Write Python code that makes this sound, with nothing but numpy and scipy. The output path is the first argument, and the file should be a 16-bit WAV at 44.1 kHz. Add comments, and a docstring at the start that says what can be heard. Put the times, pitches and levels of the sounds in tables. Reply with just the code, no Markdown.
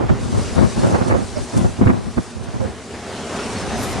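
"""Residential street in storm wind.
Gusts roar round the houses and hiss through a palm and bare trees; leaves patter and slap, with
brief thin whistles. Eddies strike the two microphone ports as ragged thumps, rasps and pops over
a weak rumble; air across the right port hoots. Last, a wider gust swells up with a hollow howl."""
import sys
import numpy as np
from scipy import signal
from scipy.fft import rfft, irfft, next_fast_len
from scipy.io import wavfile
from scipy.ndimage import uniform_filter1d, map_coordinates

SR = 44100
rng = np.random.default_rng(int(sys.argv[2]) if len(sys.argv) > 2 else 0)


def store_pcm(level_fs):
    """Save levels as 16-bit WAV."""
    pcm = np.round(np.clip(level_fs, -1, 1) * 32767).astype(np.int16)
    wavfile.write(sys.argv[1], SR, np.atleast_2d(pcm).T)


N = 176400

# wind round the houses (time [s], level [dB])
ROAR_LEVEL = [(0, -33.5), (.45, -31), (.9, -29.5), (1.3, -33), (1.5, -33), (1.8, -33), (2.12, -38),
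              (2.35, -37.5), (2.7, -33.5), (2.9, -33), (3.2, -29.5), (3.41, -25.8), (3.68, -25.5),
              (3.76, -22.5), (3.86, -25), (4, -24.5)]
# (frequency [Hz], relative density [dB])
ROAR_SPECTRUM = [(30, -23), (80, 0.5), (150, -6.5), (230, 2), (310, -5.5), (400, 0), (480, -6), (700, -7),
                 (1250, -11.5), (2000, -15.5), (3000, -19.5), (6000, -27.5), (12000, -53)]
# (frequency [Hz], L/R correlation [1])
ROAR_COHERENCE = [(80, 0.74), (250, 0.98), (900, 0.98), (3000, 0.82)]
# wind through foliage (time [s], relative level [dB])
HISS_LEVEL = [(0.0, -49), (0.19, -44.5), (0.2, -41), (0.46, -36), (0.48, -37.5), (0.89, -37), (1.0, -39.5),
              (1.15, -41), (1.56, -38), (1.6, -38.5), (1.89, -46.5), (2.31, -42), (2.34, -47),
              (2.88, -44.5), (3.43, -37.5), (4.0, -36)]
# (frequency [Hz], relative density [dB])
HISS_SPECTRUM = [(500, 2.5), (1500, -5), (2800, -5.5), (4200, -1.5), (5500, -1), (7500, -2), (9500, -5.5),
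                 (10700, -11), (12000, -31)]
# all leaf noise (frequency [Hz], L/R correlation [1])
LEAF_COHERENCE = [(2000, 0.81), (4500, 0.78), (7000, 0.54), (11000, 0.63)]
# leaf on leaf (frequency [Hz], relative density [dB])
CONTACT_SPECTRUM = [(1500, -2.5), (4000, -2.5), (8000, 2), (10000, 1.5), (12000, 3.5)]
# weak turbulence at the ports (time [s], level [dB])
DRAUGHT_LEVEL = [(0, -16.5), (.18, -29), (.45, -27.5), (.9, -26), (1.28, -31), (1.48, -38), (1.72, -32.5),
                 (2.12, -40), (2.29, -41), (2.6, -32.5), (2.85, -44), (3.3, -52), (3.7, -29), (4, -32)]
# port pressure (frequency [Hz], relative density [dB])
PORT_SPECTRUM = [(12, -35), (28, -8), (50, 1.5), (86, 6.5), (115, 6.5), (148, -4.5), (180, 0.5), (240, 0.5),
                 (300, -10.5), (355, -6.5), (445, -18.5), (510, -9.5), (600, -14.5), (850, -16.5),
                 (1400, -24.5), (2200, -39.5), (4000, -56), (9000, -78)]
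# eddy strikes, each with its own depth (start [s], length [s], relative thump level [dB], relative flutter
# level [dB], L/R [dB], thump side/mid [dB], thump low cut [Hz])
EDDY_STRIKES = [(0, 0.036, -18, -20.5, -4.5, 12, 100), (0.098, 0.032, -10.5, -23, -4, 9.5, 70),
                (0.212, 0.091, -22.5, -35, 1.5, 4, 30), (0.331, 0.065, -15, -25, 2.5, 5.5, 40),
                (0.561, 0.014, -18, -24, 11, 8, 40), (0.579, 0.025, -15.5, -20.5, 9, 16, 70),
                (0.614, 0.037, -9, -19, 8.5, 18, 30), (0.769, 0.069, -16.5, -25.5, -0.5, 5.5, 50),
                (0.836, 0.09, -16.5, -20.5, 0.5, 7, 110), (0.94, 0.023, -15.5, -15.5, -5, 5, 139),
                (0.978, .03, -31, -28.5, 2, 8, 140), (1.012, 0.016, -18.5, -19, -3.5, 4, 100),
                (1.065, 0.042, -19.5, -23, -4, 4, 110), (1.109, 0.039, -16, -18.5, -2.5, 4.5, 50),
                (1.152, 0.021, -20, -21.5, -8, 19, 60), (1.188, 0.048, -20.5, -31, -6, 10, 190),
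                (1.367, 0.037, -22.5, -29.5, -3, 5, 60), (1.414, 0.024, -25, -42, 11, 19, 40),
                (1.536, 0.024, -20, -26.5, -2.5, 5, 50), (1.567, 0.058, -13.5, -24, 1.5, 5.0, 107),
                (1.647, 0.012, -9, -20.5, -0.5, 9, 80), (1.691, 0.03, -27, -41, 0, 5, 40),
                (1.79, 0.025, -21, -31.5, -1, -2, 60), (1.815, 0.023, -11, -23.5, -1.5, 1.5, 139),
                (1.861, 0.013, -10, -22, -2, 2, 40), (1.891, 0.029, -11, -24, -1.5, 3.5, 150),
                (1.929, 0.08, -22.5, -30.5, 3, 10, 50), (2.056, 0.033, -22, -37, 7, 7, 40),
                (2.174, 0.012, -11.5, -22, -4, 2.5, 50), (2.36, 0.07, -27.5, -42, -7, 6, 40),
                (2.476, 0.014, -24.5, -35, -6.5, 9, 60), (2.539, 0.035, -22.5, -31, -2, 9.5, 50),
                (2.606, 0.056, -21, -29, -4, 11, 60), (2.652, 0.052, -31.5, -44, -2, 1, 40),
                (3.95, 0.06, -25.5, -41, 4, -4, 80)]
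# air tearing at the ports (start [s], length [s], level [dB])
RASP_BURSTS = [(0.086, 0.013, -29.5), (0.582, 0.018, -37), (0.625, 0.033, -39), (0.948, 0.022, -34),
               (1.095, 0.033, -30), (1.16, 0.0074, -42), (1.819, 0.027, -34), (1.871, 0.0095, -23.5),
               (1.892, 0.017, -25.5), (2.177, 0.0071, -31)]
# (frequency [Hz], relative density [dB])
RASP_SPECTRUM = [(500, -2.5), (1100, 6), (1700, 5.5), (2300, -0.5), (3000, -13.5), (4000, -33), (8000, -60)]
# pressure pulses (start [s], pitch [Hz], relative peak [dB], L/R [dB], right port polarity [+1/-1])
PORT_POPS = [(0.0938, 805, -9, -12, -1), (0.118, 149, 0, 8, -1), (0.565, 180, -3.5, 10, -1),
             (.5845, 654, -5, 14, -1), (.59, 239, -9, 2, -1), (0.642, 260, -7, -1, -1),
             (.939, 446, -14, 10, -1), (1.015, 258, -1.5, -12, -1), (1.131, 300, -13, -10, -1),
             (1.1551, 560, -6, -7, -1), (1.8133, 262, 3, 14, 1), (1.8219, 300, -2.5, -3, 1),
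             (1.861, 112, 0, -4, 1), (1.8734, 300, -5, 6, 1), (2.1737, 199, -6.5, -9, -1)]
# leaf slaps (start [s], length [s], level [dB], L/R [dB], high cut [Hz])
LEAF_SLAPS = [(0.377, 0.057, -42, -1, 9000), (.868, 0.035, -43, -1, 9000), (1.082, 0.0037, -34.5, 3, 9800),
              (1.553, 0.044, -48, -2, 10500), (1.576, 0.0036, -32.5, 0, 10500),
              (2.437, .008, -44, 11, 9800), (3.78, 0.15, -40, 4, 12000), (3.832, .004, -31.5, 1, 12990)]
# air tones in the trees (start [s], length [s], pitch [Hz], level [dB])
TREE_WHISTLES = [(1.361, 0.01, 5330, -38), (1.363, .009, 4740, -41), (3.395, .012, 5470, -37),
                 (3.435, 0.0097, 5480, -35), (3.46, .012, 5470, -44), (3.514, 0.015, 5520, -41),
                 (3.559, 0.023, 4360, -35), (3.584, 0.022, 5370, -38.5), (3.616, 0.019, 5250, -39)]
# air tones at the right port (start [s], length [s], pitch [Hz], level before pan [dB])
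PORT_HOOTS = [(1.364, 0.02, 568, -23), (2.62, 0.031, 506, -24)]
# hollow note of the last gust (time [s], centre [Hz], level [dB])
HOWL_TRACK = [(2.699, 682, -57), (3.1, 750, -42.5), (3.351, 800, -42), (3.599, 850, -43), (3.78, 719, -35),
              (4, 788, -51)]

PORT_WIDTH_DB = 2.5  # side/mid of draught, flutter and rasp


def amp(db):
    """Decibels to gain."""
    return 10 ** (np.asarray(db) / 20)


def unit(x):
    """x at rms 1."""
    return x / np.sqrt(np.mean(x ** 2) + 1e-20)


def along(points, hz):
    """(Hz, value) points read on a log axis."""
    f, v = np.transpose(points)
    return np.interp(np.log(hz + 1), np.log(f + 1), v)


def curve(points):
    """(s, value) points as one value per sample."""
    return np.interp(np.arange(N) / SR, *np.transpose(points))


def wobble(rate_hz):
    """Smooth random curve, rate_hz knots a second."""
    return map_coordinates(rng.standard_normal(4096), [np.arange(N) * rate_hz / SR], mode="wrap")


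def swell(start_s, length_s, rise_s, fall_s):
    """Envelope: exponential rise, hold, exponential fall."""
    t = np.arange(N) / SR - start_s
    return np.exp(np.maximum(np.minimum(t, 0) / rise_s - np.maximum(t - length_s, 0) / fall_s, -20))


def pan(db):
    """Constant-power gains, left db over right."""
    return unit(amp(np.array([[db], [-db]]) / 2))


def butter(x, order, hz, kind):
    """Butterworth filter."""
    return signal.sosfilt(signal.butter(order, hz, kind, fs=SR, output="sos"), x)


def filtered(x, response):
    """x through a frequency response."""
    size = 2 * next_fast_len(N // 2 + 4096)
    return irfft(rfft(x, size) * response(np.fft.rfftfreq(size, 1 / SR)), size)[..., :N]


def causal(spectrum):
    """Minimum-phase response: rings after a push, never before."""
    def response(hz):
        cepstrum = irfft(np.log(amp(along(spectrum, hz))))
        half = len(cepstrum) // 2
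        fold = np.r_[1, np.full(half - 1, 2), np.zeros(len(cepstrum) - half)]
        return np.exp(rfft(cepstrum * fold))
    return response


def patchy_noise(spread_db):
    """Two noises with random gain patches in time and frequency."""
    bins = signal.stft(rng.standard_normal((2, N)), nperseg=512)[2]
    patches = uniform_filter1d(rng.standard_normal(bins.shape[1:]), size=4, axis=0)
    patches = uniform_filter1d(patches, size=10, axis=1)
    return signal.istft(bins * amp(spread_db * unit(patches)), nperseg=512)[1][:, :N]


def stereo(pair, spectrum, coherence):
    """Two noises shaped to a spectrum and L/R correlation, rms 1."""
    def response(hz):
        angle = np.arccos(np.clip(along(coherence, hz), -1, 1)) / 2
        return amp(along(spectrum, hz)) * [np.cos(angle), np.sin(angle)]
    mid, side = filtered(pair, response)
    return unit(np.array([mid + side, mid - side]))


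def mid_side(pair, width_db):
    """Two signals as mid and side, rms 1."""
    mid, side = unit(pair[0]), unit(pair[1]) * amp(width_db)
    return unit(np.array([mid + side, mid - side]))


def burst(pair, envelope, width_db):
    """Enveloped stereo noise, rms about 1 during the hold."""
    on, out = np.flatnonzero(envelope > .001), np.zeros((2, N))
    out[:, on] = mid_side(pair[:, on] * envelope[on], width_db) * np.sqrt(np.mean(envelope[on] ** 2))
    return out


def roar():
    """Broad rush of wind round the houses."""
    rush = stereo(patchy_noise(spread_db=1.5), ROAR_SPECTRUM, ROAR_COHERENCE)
    return amp(curve(ROAR_LEVEL) + 1.1 * wobble(15)) * rush


def patter(rate_hz=110, fall_s=0.0088, spread_db=3.5, top_hz=9860):
    """Many small leaf contacts, each sudden and quickly gone."""
    rubbing = stereo(rng.standard_normal((2, N)), CONTACT_SPECTRUM, LEAF_COHERENCE)
    contacts = (rng.random((2, N)) < rate_hz / SR) * amp(spread_db * rng.standard_normal((2, N)))
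    envelope = signal.lfilter([1], [1, -np.exp(-1 / (fall_s * SR))], contacts)
    return unit(envelope) * unit(butter(rubbing, 8, top_hz, "low"))


def foliage(gain_db=1.0, pan_db=1.5, patter_db=-10):
    """Wind through leaves and twigs: grainy hiss plus patter."""
    grains = patchy_noise(spread_db=2.07) * amp(0.63 * wobble(600))
    leaves = stereo(grains, HISS_SPECTRUM, LEAF_COHERENCE) + amp(patter_db) * patter()
    return amp(curve(HISS_LEVEL) + gain_db + 0.64 * wobble(25.26)) * pan(pan_db) * leaves


def turbulence(ragged_db, rate_hz):
    """Air at the ports: two noises in ragged, partly shared spurts."""
    spurts = wobble(rate_hz) + np.array([wobble(rate_hz), wobble(rate_hz)])
    return rng.standard_normal((2, N)) * amp(ragged_db * unit(spurts))


def draught():
    """Weak turbulence keeps the ports rumbling between eddies."""
    pressure = filtered(turbulence(ragged_db=1.5, rate_hz=79), causal(PORT_SPECTRUM))
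    return amp(curve(DRAUGHT_LEVEL) + wobble(5)) * mid_side(pressure, PORT_WIDTH_DB)


def buffeting(air, split_hz=368, thump_gain_db=-1, flutter_gain_db=-2, sag_db=1.5):
    """Eddies strike the ports, hardest at the front: low thump, flutter above. Long ones die slower."""
    pressure = filtered(air, causal(PORT_SPECTRUM))
    lows, highs = butter(pressure, 4, split_hz, "low"), butter(pressure, 4, split_hz, "high")
    out = np.zeros((2, N))
    for start_s, length_s, thump_db, flutter_db, pan_db, width_db, cut_hz in EDDY_STRIKES:
        envelope = swell(start_s, length_s, rise_s=0.0039, fall_s=0.013 + 0.091 * length_s)
        envelope *= amp(curve([(start_s, sag_db / 2), (start_s + length_s, -sag_db / 2)]))
        push = butter(lows, 2, cut_hz, "high")
        thump = amp(thump_db + thump_gain_db) * burst(push, envelope, width_db)
        flutter = amp(flutter_db + flutter_gain_db) * burst(highs, envelope, PORT_WIDTH_DB)
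        out += pan(pan_db) * (thump + flutter)
    return out


def rasps(air):
    """The hardest air tears at the ports in midrange bursts."""
    tearing = filtered(air, causal(RASP_SPECTRUM))
    out = np.zeros((2, N))
    for start_s, length_s, db in RASP_BURSTS:
        envelope = swell(start_s, length_s, rise_s=0.0015, fall_s=0.0036)
        out += amp(db) * burst(tearing, envelope, PORT_WIDTH_DB)
    return out


def pops(rise_cycles=0.06, fall_cycles=0.76, gain_db=-3.5):
    """The sharpest eddies: one pressure push, gone in a cycle or two."""
    out, t = np.zeros((2, N)), np.arange(SR // 10) / SR
    for start_s, hz, db, pan_db, polarity in PORT_POPS:
        cycles = t * hz * (1 + .04 * rng.standard_normal())
        envelope = np.exp(-cycles / fall_cycles) * (1 - np.exp(-cycles / rise_cycles))
        push = np.sin(2 * np.pi * cycles) * envelope
        ports = np.array([push, polarity * push]) / np.abs(push).max()
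        onset = round(start_s * SR)
        out[:, onset:onset + len(t)] += amp(db + gain_db) * pan(pan_db) * ports
    return out


def slaps():
    """Leaves slap and brush together in bright bursts."""
    brushing = stereo(rng.standard_normal((2, N)), CONTACT_SPECTRUM, LEAF_COHERENCE)
    out = np.zeros((2, N))
    for start_s, length_s, db, pan_db, top_hz in LEAF_SLAPS:
        envelope = swell(start_s, length_s, rise_s=0.0043, fall_s=0.0088)
        out += amp(db) * pan(pan_db) * envelope * unit(butter(brushing, 8, top_hz, "low"))
    return out


def air_tones(rows, edge_s, waver_hz, rate_hz):
    """Brief sines of wavering pitch."""
    drift_hz = waver_hz * wobble(rate_hz)
    out = np.zeros(N)
    for start_s, length_s, hz, db in rows:
        phase = 2 * np.pi * np.cumsum(hz + drift_hz) / SR
        out += amp(db) * swell(start_s, length_s, edge_s, edge_s) * np.sin(phase)
    return out


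def whistles():
    """Wind whistles thinly in the trees."""
    return air_tones(TREE_WHISTLES, edge_s=0.0027, waver_hz=65, rate_hz=410)


def hoots():
    """Air blows across the right port."""
    return pan(db=-26) * air_tones(PORT_HOOTS, edge_s=0.0055, waver_hz=46, rate_hz=83)


def howl(width_hz=260):
    """Hollow note: a wandering noise band that swells with the last gust."""
    time_s, centre_hz, db = np.transpose(HOWL_TRACK)
    phase = 2 * np.pi * np.cumsum(curve(np.c_[time_s, centre_hz])) / SR
    band = unit(wobble(width_hz) * np.cos(phase) + wobble(width_hz) * np.sin(phase))
    return amp(curve(np.c_[time_s, db])) * band


def scene():
    """Street plus wind on the microphone ports."""
    street = roar() + foliage() + slaps() + whistles() + howl()
    air = turbulence(ragged_db=3.0, rate_hz=380)
    return street + draught() + buffeting(air) + rasps(air) + pops() + hoots()


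def record(dry, top_hz=12200):
    """Soft saturation of the hardest thumps, then a band limit."""
    saturated = dry / (1 + np.abs(dry) ** 8) ** (1 / 8)
    return filtered(saturated, lambda hz: hz < top_hz)


dry = scene()
out = record(dry)
store_pcm(out)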